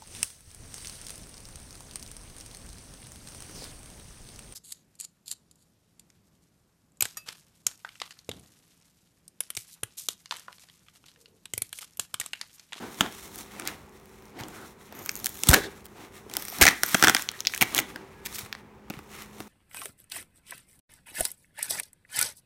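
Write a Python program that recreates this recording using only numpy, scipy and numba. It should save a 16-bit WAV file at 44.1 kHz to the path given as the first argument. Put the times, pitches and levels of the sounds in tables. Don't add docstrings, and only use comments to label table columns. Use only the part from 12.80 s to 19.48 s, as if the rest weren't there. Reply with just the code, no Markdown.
import sys
import numpy as np
from scipy import signal
from scipy.fft import rfft, irfft
from scipy.io import wavfile
from scipy.ndimage import uniform_filter1d
from numba import njit

SR = 44100
rng = np.random.default_rng(int(sys.argv[2]) if len(sys.argv) > 2 else 0)


def materialize(psi):
    bounded = np.clip(np.atleast_2d(psi).T, -1, 1)
    quanta = np.round(bounded * 32767).astype(np.int16)
    wavfile.write(sys.argv[1], SR, quanta)


def volts_from_db(level):
    exponent = np.asarray(level, float) / 20
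    return 10 ** exponent


N = 294588


def level(x, db):
    return x * volts_from_db(db) / np.sqrt(np.mean(x ** 2))


def peak(x, db):
    return x * volts_from_db(db) / np.max(np.abs(x))


def band(x, lo_hz, hi_hz, order=2):
    sos = signal.butter(order, [lo_hz, min(hi_hz, 0.48 * SR)], "bandpass", fs=SR, output="sos")
    return signal.sosfilt(sos, x)


def modes(x, table):
    return sum(volts_from_db(db) * band(x, hz - width / 2, hz + width / 2, order=1) for hz, width, db in table)


def colour(points):
    hz, db = np.transpose(points)
    f = np.fft.rfftfreq(N, 1 / SR) + 1
    gain = volts_from_db(np.interp(np.log(f), np.log(hz), db))
    return irfft(rfft(rng.standard_normal(N)) * gain, N)


def walk(rate_hz):
    hold = int(SR / rate_hz)
    steps = np.repeat(rng.standard_normal(N // hold + 1), hold)
    return 1.14 * uniform_filter1d(uniform_filter1d(steps, hold), hold)[:N]


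def crumbs(grains_per_s, spread_db, grain_s):
    strength = volts_from_db(spread_db * np.minimum(rng.exponential(size=N), 3))
    ticks = (rng.random(N) < grains_per_s / SR) * strength
    return level(signal.lfilter([1], [1, -np.exp(-1 / (grain_s * SR))], ticks), 0)


def gate(start_s, end_s, edge_s):
    t = np.arange(N) / SR
    return np.clip(np.minimum(t - start_s, end_s - t) / edge_s, 0, 1)


# (frequency [Hz], level [dB per Hz])
ROOM_AIR = [(26, -32.5), (45, 0.5), (197, -3), (321, -7.5), (391, 0), (640, -13.5), (880, -8),
            (1400, -15.5), (2500, -21), (3100, -31), (12500, -39), (16000, -39.5)]
ROOM_DB = -50.5
# (time [s], low line level [dB], upper line level [dB])
MOTOR = [(0, -61.5, -57), (4.0, -58.5, -64.5), (5.1, -69.5, -57), (5.5, -56, -56.5), (5.7, -57, -69),
         (6.68, -52, -75)]
# (low [Hz], upper [Hz])
MOTOR_HZ = (210.6, 384)


def room():
    s, *lines_db = np.transpose(MOTOR)
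    t = np.arange(N) / SR
    out = level(colour(ROOM_AIR) * volts_from_db(0.9 * walk(5)), ROOM_DB - 2)
    for hz, db in zip(MOTOR_HZ, lines_db):
        gain = volts_from_db(np.interp(t, s, db) + 1 + 0.83 * walk(6.5))
        turns = np.cumsum(hz * (1 + 0.0055 * walk(4.6))) / SR
        out = out + gain * np.sin(2 * np.pi * turns)
    return out


# (frequency [Hz], width [Hz], level [dB])
BOX_PANELS = [(122.7, 20, 1.5), (250.6, 120, 9.5), (310, 47, 7.5), (420, 330, -2.5), (725, 150, 3.5),
              (860, 25, -5)]


def panels(x):
    return modes(x, BOX_PANELS)


def strokes(rows, fall_db_per_s):
    build_db, land_db_per_s = 4.5, 450
    t, power = np.arange(0, N, 64) / SR, 0
    for a, b, *db in rows:
        shape_db = -build_db * np.clip((b - t) / max(b - a, 1e-3), 0, 1)
        shape_db = shape_db - land_db_per_s * np.maximum(a - t, 0)
        shape_db = shape_db - fall_db_per_s * np.maximum(t - b, 0)
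        power = power + volts_from_db(np.add.outer(db, shape_db)) ** 2
    return [np.interp(np.arange(N) / SR, t, np.sqrt(p)) for p in power]


# (start [s], end [s], hiss
# level [dB], scrape level [dB])
RUB_STROKES = [(0.0, .2, -49.5, -54), (0.21, .46, -49, -52), (.21, .24, -47, -42), (0.5, .61, -46, -53),
               (.65, .74, -54.5, -52), (0.75, .92, -50.5, -48), (.95, 1.5, -62, -61.5),
               (1.25, 1.33, -61.5, -67), (1.585, 1.63, -59, -51), (1.72, 1.87, -49.5, -54),
               (1.64, 1.72, -54, -59), (2.01, 2.06, -55.5, -58), (1.9, 2.1, -67.5, -64),
               (2.12, 2.4, -59, -52), (2.4, 2.62, -46.5, -55), (2.67, 2.75, -29.5, -37.5),
               (2.8, 3.0, -58.5, -58.5), (3.07, 3.15, -63, -64), (3.16, 3.25, -56.5, -53),
               (3.335, 3.37, -53.5, -53), (3.4, 3.5, -62, -62),
               (3.517, 3.78, -46, -47), (3.85, 3.884, -33.5, -27.5), (3.93, 4.023, -45.5, -61),
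                (4.046, 4.193, -36, -38), (4.233, 4.297, -31, -27.5), (4.338, 4.408, -39.5, -43),
                (4.455, 4.594, -54, -51), (4.656, 4.785, -44, -55), (4.84, 4.95, -44.5, -44),
                (4.953, 4.981, -44, -36), (5.03, 5.108, -54, -52), (5.157, 5.428, -65.5, -60),
                (5.47, 5.485, -49.5, -49.5), (5.502, 5.614, -44, -48), (5.64, 5.665, -68, -52.5),
                (5.73, 5.79, -64, -58.5), (5.8, 6.09, -78, -65), (6.107, 6.186, -59.5, -52),
                (6.229, 6.686, -59, -60), (6.31, 6.425, -51, -48), (6.547, 6.61, -53, -56)]
# (start [s], end [s], box rumble level [dB])
PRESSES = [(0.0, .03, -36), (0.21, .25, -37.5), (0.45, .6, -49), (0.75, .88, -39.5), (1.57, 1.61, -40),
           (1.7, 1.83, -48.5), (2.12, 2.2, -47), (2.36, 2.46, -47), (2.69, 2.735, -24), (3.16, 3.23, -49),
           (3.33, 3.36, -56), (3.52, 3.6, -44.5), (3.81, 3.835, -27), (4.05, 4.2, -50.5),
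           (4.225, 4.28, -33), (4.81, 4.83, -38), (4.93, 4.99, -35.5), (5.15, 5.18, -45), (5.46, 5.6, -56),
           (6.1, 6.13, -58.5), (6.27, 6.36, -54), (6.55, 6.62, -51)]
# (frequency [Hz], level [dB per Hz])
FRICTION_HISS = [(2060, -36.5), (3500, 0), (4240, -1.5), (4870, -10), (5360, 0), (8690, -3), (10500, 0),
                 (11500, -3), (16000, -8.5)]


def rub():
    crease_share = 0.3
    slide, drag = strokes(RUB_STROKES, fall_db_per_s=217)
    press, = strokes(PRESSES, fall_db_per_s=159)
    creases = crumbs(400.0, 3.0, 0.0006)
    grain = np.sqrt(1 - crease_share + crease_share * creases ** 2) * volts_from_db(2 * walk(45))
    hiss = level(colour(FRICTION_HISS), 0) * grain
    sheet = band(rng.standard_normal(N) * grain, 800, 3100)
    card = modes(rng.standard_normal(N) * grain, [(1250, 250, 0), (2000, 550, -1)])
    scrape = level(sheet + 2.2 * card, 0)
    rumble = level(panels(rng.standard_normal(N) * volts_from_db(2.2 * walk(25))), 0)
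    return hiss * slide + scrape * drag + rumble * press


# (start [s], end [s],
# level [dB], frequency [Hz])
RASPS = [(.0, .145, -52, 1480), (1.715, 1.87, -52, 1380), (1.72, 1.77, -57, 2040), (1.585, 1.645, -50, 900),
         (4.52, 4.57, -48, 1800), (2.731, 2.78, -27, 1680), (2.735, 2.8, -30, 430), (2.79, 2.9, -42, 430),
         (2.78, 2.86, -40, 1700), (2.77, 2.88, -46, 3600), (3.17, 3.25, -58, 900), (3.345, 3.37, -57, 900)]


def rasps():
    rough = rng.standard_normal(N) * volts_from_db(2.5 * walk(60))
    out = np.zeros(N)
    for a, b, db, hz in RASPS:
        out += level(modes(rough, [(hz, 0.16 * hz, 0)]), db) * gate(a, b, 0.015)
    return out


def one_slip(db, mid_db, low_db, own_hz, stage, overtones):
    taut_hz, base_hz, ring_s, sheet_q, crack_s = stage
    hz2, db2, hz3, db3, lid_db = overtones
    t = np.arange(2048) / SR
    tear = rng.standard_normal((3, 2048))
    slack_hz = taut_hz * np.exp(0.006 * mid_db * np.clip(tear[2, 0], -2, 2))
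    sheet_hz = slack_hz if own_hz is None else own_hz
    tint_hz = np.clip(base_hz + 202.5 * (db - mid_db), 3200, 11000)

    after = volts_from_db(-13 + 0.52 * mid_db) * np.exp(-t / 0.006)
    fibres = tear[0] * (np.exp(-(t / crack_s) ** 2) + after)
    push = tear[1] * (np.exp(-t / ring_s) + 0.55 * after)
    push[0] = 0.9 * np.sqrt(ring_s * SR / 2)
    fibres[0] = 0.7 * np.sqrt(crack_s * SR / 2)

    half = 0.5 / sheet_q
    ring = band(push, sheet_hz * (1 - half), sheet_hz * (1 + half)) + 0.36 * band(push, 1100, 3000)
    crack = 1.9 * (tint_hz / 8000) ** 3 * band(fibres, 4800, 22000)
    crack = crack + band(fibres, max(tint_hz / 1.7, 2800), min(tint_hz * 1.7, 16000))
    box_s = 0.002
    box = panels(tear[2] * t / box_s * np.exp(-t / box_s))
    second = peak(band(fibres, 0.9 * hz2, 1.1 * hz2), min(mid_db + db2, db + 4))
    third = peak(band(fibres, 0.9 * hz3, 1.1 * hz3), min(mid_db + db3, db + 4))
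    lid = band(push, *LID_HZ, order=1) + 0.7 * band(push, 1150, 1400, order=1)
    lid = np.roll(peak(lid, low_db + lid_db), int(0.0012 * SR))
    return peak(crack, db + 1.5) + peak(ring, mid_db + 1.5) + peak(box, low_db - 1) + second + third + lid


# (time [s], crack peak level [dB], sheet ring level [dB], box level [dB])
PICKS = [(0.2085, -6, -5, -12), (0.2618, -36, -25, -33), (0.5583, -23, -45, -47), (0.5883, -27, -41, -42),
         (0.7976, -21, -26, -32), (0.8211, -34, -29, -40), (0.8532, -28, -36, -38), (0.875, -10, -25, -34),
         (0.886, -35, -26, -43), (1.6359, -31, -32, -39), (1.684, -29, -44, -41), (2.1248, -30, -38, -39),
         (2.2608, -15, -28, -38), (2.2929, -11, -17, -40), (2.3547, -16, -41, -48), (2.3647, -21, -46, -59),
         (2.4443, -11, -29, -37), (2.4594, -3, -25, -52), (2.4677, -10, -19, -47), (2.4929, -21, -45, -56),
         (2.5549, -26, -40, -48), (2.573, -28, -43, -48), (2.5907, -27, -42, -55), (2.6354, -9, -17, -32),
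         (2.6713, -14, -24, -32)]
TICKS = [(1.094, -42, -59, -60), (1.1993, -45, -58, -60), (1.2571, -37, -55, -60), (1.294, -45, -53, -60),
         (1.4233, -44, -50, -60), (1.4552, -38, -55, -60), (1.4956, -47, -57, -60)]
CORNER = [
    (2.6878, -2, -9, -10),
    (2.703, -6, -20, -33),
    (2.7126, -4, -17, -19),
    (2.7327, -3, -6, -14),
    (2.7381, 0, -7, -14),
    (2.7445, -10, -9, -14),
    (2.7628, -22, -20, -21),
]
PULL = [(3.4982, -31, -39, -40), (3.5134, -30, -39, -41), (3.5378, -20, -29, -58), (3.5526, -26, -34, -45),
        (3.5681, -4, -23, -29), (3.6237, -23, -37, -44), (3.6521, -20, -37, -47), (3.6832, -21, -33, -42),
        (3.7859, -20, -37, -39), (3.813, 1, -8, -13), (3.8199, -2, -8, -14), (3.8273, -1, -9, -30),
        (3.8343, -4, -5, -21), (3.8383, -4, -9, -23), (3.8533, -2, -6, -15), (3.8663, -3, -5, -22),
        (3.8688, -6, -6, -24), (3.8786, -3, -4, -17), (3.8857, -3, -6, -32)]
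JERKS = [(4.0341, -2, -10, -24), (4.089, -20, -33, -56), (4.0944, -21, -36, -46), (4.1453, -1, -9, -22),
         (4.1487, -13, -11, -15), (4.1966, -25, -30, -49), (4.2255, -2, -7, -13), (4.2381, -2, -7, -15),
         (4.2392, -3, -7, -14), (4.2451, -4, -7, -31), (4.2496, -12, -18, -27), (4.2717, -4, -7, -14),
         (4.2824, -3, -6, -19), (4.2963, -2, -6, -16), (4.3481, -2, -8, -17), (4.3662, -15, -12, -47),
         (4.395, -22, -26, -37), (4.4222, -16, -34, -53), (4.5155, -23, -38, -48)]
FOLDS = [
    (4.4891, -10, -19, -43),
    (4.5915, -40, -36, -60),
    (4.6054, -14, -28, -48),
    (4.651, -26, -27, -50),
    (4.6573, -39, -24, -37),
    (4.6706, -5, -10, -46),
    (5.7273, -19, -20, -60),
    (5.7507, -40, -29, -42),
]
LAST_STRIP = [(4.6973, -30, -33, -52), (4.7373, -26, -17, -47), (4.7448, -23, -26, -49),
              (4.7481, -16, -29, -47), (4.7622, -20, -29, -45), (4.7771, -17, -24, -55),
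              (4.8117, -7, -8, -25), (4.818, -4, -11, -20), (4.8242, -5, -7, -15), (4.9478, -6, -21, -35),
              (4.9596, -18, -25, -53), (4.9796, -10, -11, -28), (4.9885, -9, -11, -22),
              (4.9941, -11, -26, -47)]
TOUCHES = [(3.0565, -29, -40, -50), (3.0647, -34, -48, -50), (5.1597, -28, -25, -34),
           (5.4603, -19, -30, -38), (5.5578, -26, -34, -52), (5.6608, -34, -37, -41),
           (6.1004, -22, -31, -32), (6.1044, -34, -25, -30), (6.1382, -41, -31, -36), (6.19, -38, -38, -33),
           (6.4212, -28, -34, -46), (6.6036, -26, -28, -28)]
# (sheet pitch [Hz], crack colour [Hz], ring [s], ring sharpness [Q], crack [s])
STAGES = [
    (1957, 5650, .0009, 1.6, .0007),
    (1700, 4800, .0017, 3.0, .0009),
    (1900, 5000, .0016, 3.2, .0009),
    (1750, 5200, .0021, 2.6, .0008),
    (2200, 2100, .0007, 1.4, .0005),
    (2250, 9300, .0014, 2.4, .0008),
    (1977, 9200, .001, 1.8, .0007),
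]
# (second mode [Hz], level [dB], third mode [Hz], level [dB], lid level [dB])
OVERTONES = [(3600, -9, 6500, -14, 1), (3070, -9, 4050, -10, -3), (4400, -17, 6000, -15, 2),
             (3380, -6, 5850, -7, 3), (4300, -8, 5400, -9, -6), (4600, -15, 6800, -13, -1),
             (3400, -12, 5400, -13, -2)]
# (time [s], sheet pitch [Hz])
TENSION = [(.2085, 2500), (.2618, 1400), (.8211, 1570), (1.6359, 3200), (2.1248, 1210), (2.4443, 3400),
           (2.6354, 2770), (2.6713, 3040), (2.6878, 3070), (2.7126, 1400), (2.7327, 1630), (3.4982, 3010),
           (3.5378, 3120), (3.5681, 3500), (3.813, 2490), (3.8199, 2300), (3.8663, 2050), (4.0341, 1650),
           (4.1453, 1660), (4.1487, 2350), (4.2255, 1650), (4.2717, 1650), (4.2824, 1700), (4.3481, 2050),
           (4.3662, 1900), (4.4891, 3340), (4.5915, 3350), (4.6054, 3340), (4.6706, 3260), (4.9478, 3400),
           (4.9796, 2640), (5.4603, 3000), (5.7507, 1600), (6.1044, 2180), (6.1382, 1430), (6.4212, 2720),
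           (6.6036, 1130)]
# (low edge [Hz], high edge [Hz])
LID_HZ = (690, 880)


def slips():
    out = np.zeros(N + 2048)
    own_pitch = dict(TENSION)
    groups = (PICKS + TICKS, CORNER, PULL, JERKS, FOLDS, LAST_STRIP, TOUCHES)
    for rows, stage, overtones in zip(groups, STAGES, OVERTONES):
        for s, db, mid_db, low_db in rows:
            i = int(s * SR)
            out[i:i + 2048] += one_slip(db, mid_db, low_db, own_pitch.get(s), stage, overtones)
    return out[:N]


@njit
def walls(x, lags, gain, damp):
    line, soft, out = np.zeros((8, 4096)), np.zeros(8), np.zeros(len(x))
    for i in range(len(x)):
        total = 0.
        for k in range(8):
            soft[k] += (1 - damp) * (gain[k] * line[k, (i - lags[k]) & 4095] - soft[k])
            total += soft[k]
        out[i] = soft[0] - soft[3] + soft[5] - soft[6]
        for k in range(8):
            line[k, i & 4095] = x[i] + soft[k] - total / 4
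    return out


# (frequency [Hz], width [Hz], level [dB])
SHEET_MODES = [(1720, 480, -2.5), (3190, 300, -10), (3670, 300, -9)]


def sheet_ring(x):
    return modes(x, SHEET_MODES)


# (time [s], length [s], fibre level [dB], sheet level [dB])
RIPS = [(0.574, 0.031, -43.5, -65), (0.857, 0.04, -60, -38), (1.585, 0.032, -49, -43.5),
        (2.451, 0.013, -40, -59), (2.686, 0.011, -9, -30), (2.7365, 0.011, -11, -11),
        (3.04, 0.028, -56, -62), (3.811, 0.022, -13, -13), (3.831, 0.021, -26, -29.5),
        (4.807, 0.032, -33, -29), (4.959, 0.047, -29, -33.5), (5.45, 0.025, -37, -37.5),
        (5.542, 0.03, -37, -61), (5.581, 0.016, -33.5, -38)]


def rips():
    grain = np.sqrt(0.17 + crumbs(1400.0, 3.0, 0.00039) ** 2) * rng.standard_normal((2, N))
    fibres = level(band(grain[0], 3600, 16000), 0)
    sheet = level(sheet_ring(grain[1]) + modes(grain[1], [(2120, 610, 0.0027)]), 0)
    out = np.zeros(N)
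    for s, length_s, fibre_db, sheet_db in RIPS:
        out += gate(s, s + length_s, 0.0045) * (volts_from_db(fibre_db) * fibres + volts_from_db(sheet_db) * sheet)
    return out


# (time [s], peak level [dB], pitch [Hz])
JOLTS = [(0.872, -60.5, 208), (1.582, -68, 121), (1.609, -38, 113), (2.694, -12.5, 62),
         (3.819, -20.5, 69.4), (4.144, -23, 196), (4.225, -35, 159), (4.271, -27.5, 163),
         (4.817, -24.5, 204.7), (5.63, -41, 106), (6.101, -34, 199), (6.172, -39, 145), (6.6, -42, 197)]
# (time [s], peak level [dB], pitch [Hz])
YANK = (2.6885, -15, 150)
# (time [s], peak level [dB], pitch [Hz])
TAPS = [
    (3.464, -38.5, 393),
    (3.725, -39.5, 720),
]


def jolts():
    out, t = np.zeros(N + 8192), np.arange(8192) / SR
    for s, db, hz in JOLTS + [YANK] + TAPS:
        decay = np.exp(-t * hz / (0.58 + hz / 400))
        swing = (1 - np.exp(-t / 0.0016)) * decay * np.sin(2 * np.pi * hz * t)
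        i = int(s * SR)
        out[i:i + 8192] += peak(swing, db + 3.5)
    return out[:N]


# (start [s], end [s], level [dB], lowest resonance [Hz])
CREEP = [
    (2.143, 2.653, -49, 6800),
    (3.58, 3.82, -43, 5800),
    (4.046, 4.218, -39.5, 6200),
]
# (frequency [Hz], width [Hz], level [dB])
LABEL = [(8900, 900, -7.5), (12560, 2000, 2)]


def creep():
    threads = level(np.sqrt(0.35 + crumbs(170., 4.0, 0.0015) ** 2) * rng.standard_normal(N), 0)
    out = np.zeros(N)
    for a, b, db, hz in CREEP:
        out += level(modes(threads, [(hz, 800, 0)] + LABEL), db) * gate(a, b, 0.01)
    return out


# (start [s], end [s], pitch [Hz], level [dB])
SQUEAK = (5.34, 5.46, 1670.5, -63)


def squeak():
    a, b, hz, db = SQUEAK
    return volts_from_db(db + 3.5) * gate(a, b, 0.015) * np.sin(2 * np.pi * hz * np.arange(N) / SR)


def scene():
    hits = slips() + rips() + jolts()
    lags = np.array([331, 467, 613, 787, 953, 1129, 1327, 1559])
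    t60_s, wall_db = 0.44, -25
    echo = walls(hits, lags, volts_from_db(-60 * lags / SR / t60_s), 0.33)
    echo = volts_from_db(wall_db) * (echo + 1.7 * sheet_ring(echo))
    return (hits + echo + rub() + creep() + squeak() + rasps() + room())[None]


@njit
def limit(x, top, release):
    y, e = np.empty(len(x)), 0.
    for i in range(len(x)):
        e = max(abs(x[i]), e * release)
        y[i] = x[i] * min(1., top / (e + 1e-9))
    return y


def top_cut(x):
    return signal.sosfilt(signal.butter(12, 16800, fs=SR, output="sos"), x)


def record(dry):
    x = np.clip(limit(dry[0], 0.74, np.exp(-1 / (0.00043 * SR))), -1, 1)
    x = signal.sosfilt(signal.butter(2, 30, "highpass", fs=SR, output="sos"), x)
    x = x - 0.5 * band(x, 10030, 10870, order=1)
    x = signal.sosfilt(signal.ellip(8, 0.2, 60, 15900, fs=SR, output="sos"), x)
    return top_cut(x[None])


dry = scene()
out = record(dry)
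materialize(out)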